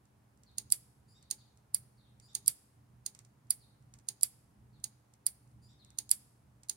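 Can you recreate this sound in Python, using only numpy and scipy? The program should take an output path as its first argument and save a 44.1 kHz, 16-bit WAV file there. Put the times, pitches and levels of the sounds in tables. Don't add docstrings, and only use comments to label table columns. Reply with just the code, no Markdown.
import sys
import numpy as np
from scipy import signal
from scipy.fft import rfft, irfft
from scipy.io import wavfile
from scipy.ndimage import uniform_filter1d, minimum_filter1d

SR = 44100
rng = np.random.default_rng(int(sys.argv[2]) if len(sys.argv) > 2 else 0)


def unload_audio(sound):
    columns = np.transpose(np.atleast_2d(sound))
    steps = np.round(np.clip(columns, -1, 1) * 32767)
    wavfile.write(sys.argv[1], SR, steps.astype(np.int16))


N = 298116


def amp(db):
    return 10 ** (np.asarray(db) / 20)


def unit_rms(x):
    return x / np.sqrt(np.mean(x ** 2) + 1e-20)


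def curve(points, hz):
    f, value = np.transpose(points)
    return np.interp(np.log(hz + 1), np.log(f + 1), value)


def add(mix, time_s, sound):
    part = mix[..., max(round(time_s * SR), 0):][..., :sound.shape[-1]]
    part += sound[..., :part.shape[-1]]


def wander(size, rate_hz):
    hz = np.fft.rfftfreq(N, 1 / SR)
    return unit_rms(irfft(rfft(rng.standard_normal(N)) / (1 + (hz / rate_hz) ** 2) ** 2, N))[:size]


# (frequency [Hz], level [dB])
HUM_TONES = [(119.8, -68), (208, -79), (297, -84.5), (392, -91.5)]


def mains_hum():
    t, hum = np.arange(N) / SR, np.zeros(N)
    for hz, db in HUM_TONES:
        level = 1 + 0.23 * wander(N, rate_hz=16)
        phase = 2 * np.pi * hz * t + 0.49 * wander(N, rate_hz=6.9)
        hum += amp(db) * unit_rms(level * np.sin(phase))
    return hum * amp([[-1], [1]])


# (frequency [Hz], relative density [dB])
NOISE_SPECTRUM = [(20, -35.5), (40, -16.5), (65, 0.5), (100, -3), (135, 1.5), (170, -7), (240, -9),
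                  (340, -17), (560, -18.5), (850, -17.5), (1600, -25.5), (3500, -34.5), (9500, -35.5),
                  (15500, -40.5)]
# (frequency [Hz], left-right correlation [ratio])
NOISE_CORRELATION = [(30, 1), (150, 0.9), (300, .8), (600, 0), (1200, 0), (16000, 0.33)]
# (frequency [Hz], left re right [dB])
NOISE_BALANCE = [(60, -1.5), (110, -3), (200, -0.5), (380, 4.5), (700, 1), (1290, -2), (2380, -0.5),
                 (4400, -1), (8120, -1), (15000, -2.5)]


def room_noise():
    hz = np.fft.rfftfreq(N, 1 / SR)
    left, independent = rfft(rng.standard_normal((2, N)))
    correlation, balance_db = curve(NOISE_CORRELATION, hz), curve(NOISE_BALANCE, hz)
    right = correlation * left + np.sqrt(1 - correlation ** 2) * independent
    spectra = np.array([left * amp(balance_db / 2), right * amp(-balance_db / 2)])
    return amp(-66.5) * unit_rms(irfft(spectra * amp(curve(NOISE_SPECTRUM, hz)), N))


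def background(swell_below_hz=250, whine_hz=9800, whine_width_hz=350):
    hz = np.fft.rfftfreq(N, 1 / SR)
    steady = mains_hum() + room_noise()
    lows = irfft(rfft(steady) / (1 + (hz / swell_below_hz) ** 4), N)
    whine_band = 1 / (1 + (2 * (hz - whine_hz) / whine_width_hz) ** 2)
    whine = unit_rms(irfft(rfft(rng.standard_normal((2, N))) * whine_band, N))
    swell = amp(2.83 * wander(N, rate_hz=4.9))
    return steady + lows * (swell - 1) + amp(-91) * whine


# (frequency [Hz], relative gain [dB])
ECHO_COLOUR = [(200, 2), (850, 7), (2000, 12.5), (3200, 3.5), (5000, 1), (7000, -2), (10500, -8.5),
               (13300, -2.5), (15500, 1.5)]


def echoes(x, t60_curve, rise_s):
    hz, t, noise = signal.stft(rng.standard_normal((2, SR)), SR, nperseg=256)
    decay_db = curve(ECHO_COLOUR, hz)[:, None] - 60 * t / curve(t60_curve, hz)[:, None]
    tail = signal.istft(noise * amp(decay_db), SR, nperseg=256)[1]
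    tail *= 1 - np.exp(-(np.arange(tail.shape[1]) / SR / rise_s) ** 2)
    return signal.fftconvolve(x[None], tail / np.linalg.norm(tail[0]), axes=1)[:, :N]


def bird_note(length_s, start_hz, glide, bend, partials):
    progress = np.linspace(0, 1, round(length_s * SR))
    jitter = 0.043 * wander(len(progress), rate_hz=1500)
    pitch_hz = start_hz * (1 + glide * progress ** bend) * (1 + jitter)
    phase = 2 * np.pi * np.cumsum(pitch_hz) / SR
    tone = sum(amp(db) * np.sin(multiple * phase) for multiple, db in partials)
    return unit_rms(tone * signal.windows.tukey(len(tone), 0.5))


# (time [s], level [dB], nominal pitch [Hz])
SPARROW_WHISTLES = [(0.455, -68, 4870), (1.21, -72.5, 5010), (1.372, -65.5, 5100), (1.968, -71.5, 4900),
                    (2.024, -75.5, 4300), (3.597, -67.5, 4950), (4.723, -74, 4850), (5.785, -64.5, 4750)]
# (time [s], level [dB])
SPARROW_CHIRPS = [(1.073, -66.5), (2.209, -63.5), (5.612, -66.5)]
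# (delay [s], length [s], start pitch [Hz], level [dB])
NOTES_PER_CHIRP = [(0, .075, 4605, 0.5), (.068, .05, 3538, -0.5)]
# (pitch multiple [ratio], level [dB])
NOTE_PARTIALS = [(1, 0), (1.5, -4), (2, -2.5), (3, -15)]
# (frequency [Hz], echo T60 [s])
SPARROW_T60 = [(3000, 0.67), (10000, 0.2)]


def sparrows():
    song = np.zeros(N)
    for time_s, db, nominal_hz in SPARROW_WHISTLES:
        whistle = bird_note(0.052, 0.93 * nominal_hz, glide=-0.29, bend=2.1, partials=[(1, 0)])
        add(song, time_s, amp(db) * whistle)
    for time_s, db in SPARROW_CHIRPS:
        for delay_s, length_s, start_hz, note_db in NOTES_PER_CHIRP:
            note = bird_note(length_s, start_hz, glide=0.097, bend=1, partials=NOTE_PARTIALS)
            add(song, time_s + delay_s, amp(db + note_db) * note)
    return amp(-9.5) * song + amp(-2.5) * echoes(song, SPARROW_T60, rise_s=0.0018)


# (frequency [Hz], left re right [dB])
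LEFT_SHADE = [(300, -3), (2000, -3), (5000, -5), (9500, -5), (12000, -4.5), (14500, -1.5)]


def body(colour, modes=(), size=4096):
    hz = np.fft.rfftfreq(size, 1 / SR)
    colour_db, peaks_db = curve(colour, hz), np.zeros(len(hz))
    for mode_hz, width_hz, db in modes:
        peaks_db += db / (1 + (2 * (hz - mode_hz) / width_hz) ** 2)
    blurred_db = uniform_filter1d(peaks_db, size=90)
    right_db = colour_db + peaks_db
    left_db = colour_db + 0.71 * peaks_db + 0.12 * blurred_db + curve(LEFT_SHADE, hz)
    room_db = colour_db + 0.12 * peaks_db + blurred_db
    room_db += 0.14 * (room_db.max() - room_db)
    level_db = np.array([left_db, right_db, room_db])
    log_gain = np.log(amp(np.hstack([level_db, level_db[:, -2:0:-1]])))
    return np.fft.ifft(np.exp(signal.hilbert(log_gain).conj())).real


def chatter(envelope):
    rattle = envelope * rng.standard_normal(len(envelope))
    for _ in range(2):
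        spectrum = rfft(rattle)
        whitened = irfft(spectrum / (abs(spectrum) + 1e-12), len(rattle))
        rattle = whitened * (envelope / envelope.max()) ** 0.25
    return rattle / np.linalg.norm(rattle)


def impact(ring, contact_s, bounce_s, bounce_db, size=1024):
    t = np.arange(size) / SR
    strike, bounce = t / contact_s, np.maximum(t - bounce_s, 0) / contact_s
    pulses = strike * np.exp(-strike) + amp(bounce_db) * bounce * np.exp(-bounce)
    direct = chatter(pulses + amp(-27.5) * np.exp(-t / 0.0047))
    scattered = chatter((1 - np.exp(-strike)) * np.exp(-t / 0.002))
    left = np.interp(t - 10 / SR, t, 0.7 * (direct + scattered), left=0)
    sound = signal.fftconvolve(np.array([left, direct, direct]), ring, axes=1)
    return sound / np.linalg.norm(sound[:2])


# (time [s], level [dB])
GRIP_TICKS = [(0.4342, -51), (1.2267, -51.5), (1.5736, -56.5), (2.199, -48), (3.1489, -42.5),
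              (3.1898, -41.5), (3.2488, -50.5), (3.9384, -43), (3.9868, -51), (5.1369, -51.5),
              (5.8477, -49.5), (5.9037, -49), (6.633, -45)]
# (frequency [Hz], relative gain [dB])
GRIP_COLOUR = [(200, -23.5), (1500, -12.5), (3500, -11), (6000, -1.5), (8500, 1), (10500, -11.5),
               (15000, -21.5)]


def handling(faint_per_s=2.5):
    out, ring = np.zeros((3, N)), body(GRIP_COLOUR)
    draws = rng.random((round(faint_per_s * N / SR), 2))
    faint = [(when * N / SR, -67 + 8 * force) for when, force in draws]
    for time_s, db in list(GRIP_TICKS) + faint:
        tick = impact(ring, contact_s=0.00069, bounce_s=0.0023, bounce_db=-6)
        add(out, time_s, amp(db + 15.5) * tick)
    return out * amp([[0], [0], [4]])


def strokes(events, snap, touch, ring, lead_in_s, lead_in_db):
    out = np.zeros((3, N))
    t = np.arange(-SR // 100, 0) / SR
    for time_s, db, touch_db, lead_s in events:
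        add(out, time_s, amp(db) * snap)
        add(out, time_s - lead_s, amp(db + touch_db) * touch)
        lead_in_noise = np.exp(t / lead_in_s) * rng.standard_normal((3, len(t)))
        lead_in = signal.fftconvolve(lead_in_noise, ring, axes=1)
        add(out, time_s + t[0], amp(db + lead_in_db) * lead_in / np.linalg.norm(lead_in[:2]))
    return out


# (time [s], level [dB], plunger touch re snap [dB], touch lead [s])
BUTTON_PRESSES = [(0.5823, -19.5, -33, .009), (1.3103, -17.5, -19, 0.008), (2.3505, -17.5, -37.5, 0.019),
                  (3.0622, -21, -39, .011), (4.0865, -19.5, -42, 0.016), (4.8408, -21, -45, 0.0047),
                  (5.9861, -19, -34, 0.012), (6.6955, -18.5, -23.5, 0.01)]
# (frequency [Hz], relative gain [dB])
BUTTON_COLOUR = [(100, -22), (400, -25.5), (1100, -30.5), (2300, -23), (3200, -15), (4000, -5),
                 (5900, -5.5), (7700, -1.5), (10500, -3.5), (12200, -5.5), (13100, -12), (15500, -10.5)]
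# (frequency [Hz], width [Hz], height [dB])
BLOCK_MODES = [(1480, 130, 5.5), (1950, 140, 8), (2690, 170, 15.5), (3420, 110, 13.5), (3850, 130, 6),
               (4240, 200, 7.5), (4670, 180, 3.5), (4860, 380, 10.5), (5210, 79, 6), (6540, 260, 14.5),
               (6660, 520, 8.5), (8240, 120, 9.5), (8670, 200, 13), (8900, 67, 13), (9510, 510, 12.5),
               (9850, 470, 7), (10500, 440, 11), (11650, 360, 10.5), (14400, 200, 6.5), (14850, 160, 3.5),
               (15300, 250, 3.5)]
# (frequency [Hz], level [dB], T60 [s])
HOUSING_MODES = [(296, -71.5, .25), (393, -67.5, 0.36), (809, -69.5, 0.13), (868, -65.5, 0.19)]


def button():
    ring = body(BUTTON_COLOUR, BLOCK_MODES)
    t = np.arange(SR // 4) / SR
    housing = sum(amp(db - 60 * t / t60_s) * np.sin(2 * np.pi * hz * t)
                  for hz, db, t60_s in HOUSING_MODES)
    snap = np.outer([1, 1, 0], housing)
    add(snap, 0, impact(ring, contact_s=0.00081, bounce_s=0.0031, bounce_db=-14.5))
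    touch = impact(ring, contact_s=0.0011, bounce_s=0.011, bounce_db=-4)
    presses = strokes(BUTTON_PRESSES, snap, touch, ring, lead_in_s=0.002, lead_in_db=-18.5)
    return amp(17.5) * presses * amp([[0], [0], [1.5]])


# (time [s], level [dB], touch lead [s])
RELAY_PULL_INS = [(0.722, -5, 0.02), (2.4793, -4, 0.019), (4.2321, -5.5, 0.022), (6.1132, -4, 0.021)]
# (time [s], level [dB])
RELAY_DROP_OUTS = [(1.7457, -12), (3.506, -10.5), (5.2657, -11.5)]
# (frequency [Hz], width [Hz], height [dB])
FRAME_MODES = [(1324, 52, 5.5), (1825, 100, 12.5), (2450, 64, 12), (3420, 83, 8.5), (4763, 200, 18.5),
               (5110, 130, 11), (7330, 170, 10), (8220, 260, 6), (8600, 250, 4.5), (9160, 220, 7.5),
               (9660, 200, 3.5), (10280, 240, 10), (11026, 247, 15), (11600, 490, 5)]
# (frequency [Hz], relative gain [dB])
TOUCH_COLOUR = [(200, -21.5), (2000, -22), (4500, 0.5), (9500, 4.5), (12500, -9.5), (15500, -3)]
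CORE_COLOUR = [(100, -33), (400, -32), (1100, -33.5), (2300, -26.5), (3200, -15.5), (4200, -12.5),
               (6400, -9), (7600, -1.5), (10500, 4.5), (12200, -0.5), (13300, -9.5), (15500, -11.5)]
BACK_STOP_COLOUR = [(100, -50.5), (400, -29.5), (1100, -34.5), (2700, -24.5), (4000, -10.5), (6400, -11.5),
                    (8000, -7), (9100, 6.5), (12200, -1.5), (13500, -13), (15500, -6.5)]


def relay(pull_touch_db=-28.5, drop_touch_db=-22.5, drop_lead_s=0.0027):
    touch = impact(body(TOUCH_COLOUR), contact_s=0.0008, bounce_s=0.002, bounce_db=-4)

    core = body(CORE_COLOUR, FRAME_MODES)
    core_snap = impact(core, contact_s=0.00054, bounce_s=0.0017, bounce_db=-10)
    pulls = [(time_s, db, pull_touch_db, lead_s) for time_s, db, lead_s in RELAY_PULL_INS]
    pull_in = strokes(pulls, core_snap, touch, core, lead_in_s=0.0095, lead_in_db=-21)

    stop = body(BACK_STOP_COLOUR, FRAME_MODES)
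    stop_snap = impact(stop, contact_s=0.00037, bounce_s=0.0019, bounce_db=-10)
    drops = [(time_s, db, drop_touch_db, drop_lead_s) for time_s, db in RELAY_DROP_OUTS]
    drop_out = strokes(drops, stop_snap, touch, stop, lead_in_s=0.0029, lead_in_db=-24)
    return amp(15.5) * pull_in + amp(18) * drop_out


# (frequency [Hz], T60 [s])
BENCH_T60 = [(300, .25), (1500, 0.098), (5000, 0.097), (10000, 0.16), (15000, .11)]
ROOM_T60 = [(300, .5), (5000, .65), (10000, 0.67), (15000, .45)]


def scene():
    left, right, outward = button() + relay() + handling()
    bench = amp([[-14], [-12]]) * echoes(outward, BENCH_T60, rise_s=0.0056)
    room = amp(-31) * echoes(outward, ROOM_T60, rise_s=0.041)
    return np.array([left, right]) + bench + room + sparrows() + background()


def record(dry, ceiling=0.93, cutoff_hz=15900):
    needed_gain = np.minimum(1, ceiling / (abs(dry).max(0) + 1e-9))
    gain = uniform_filter1d(minimum_filter1d(needed_gain, size=31), size=31)
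    lowpass = signal.firwin(201, cutoff_hz, window=("kaiser", 8), fs=SR)
    return signal.oaconvolve(dry * gain, lowpass[None], "same")


dry = scene()
out = record(dry)
unload_audio(out)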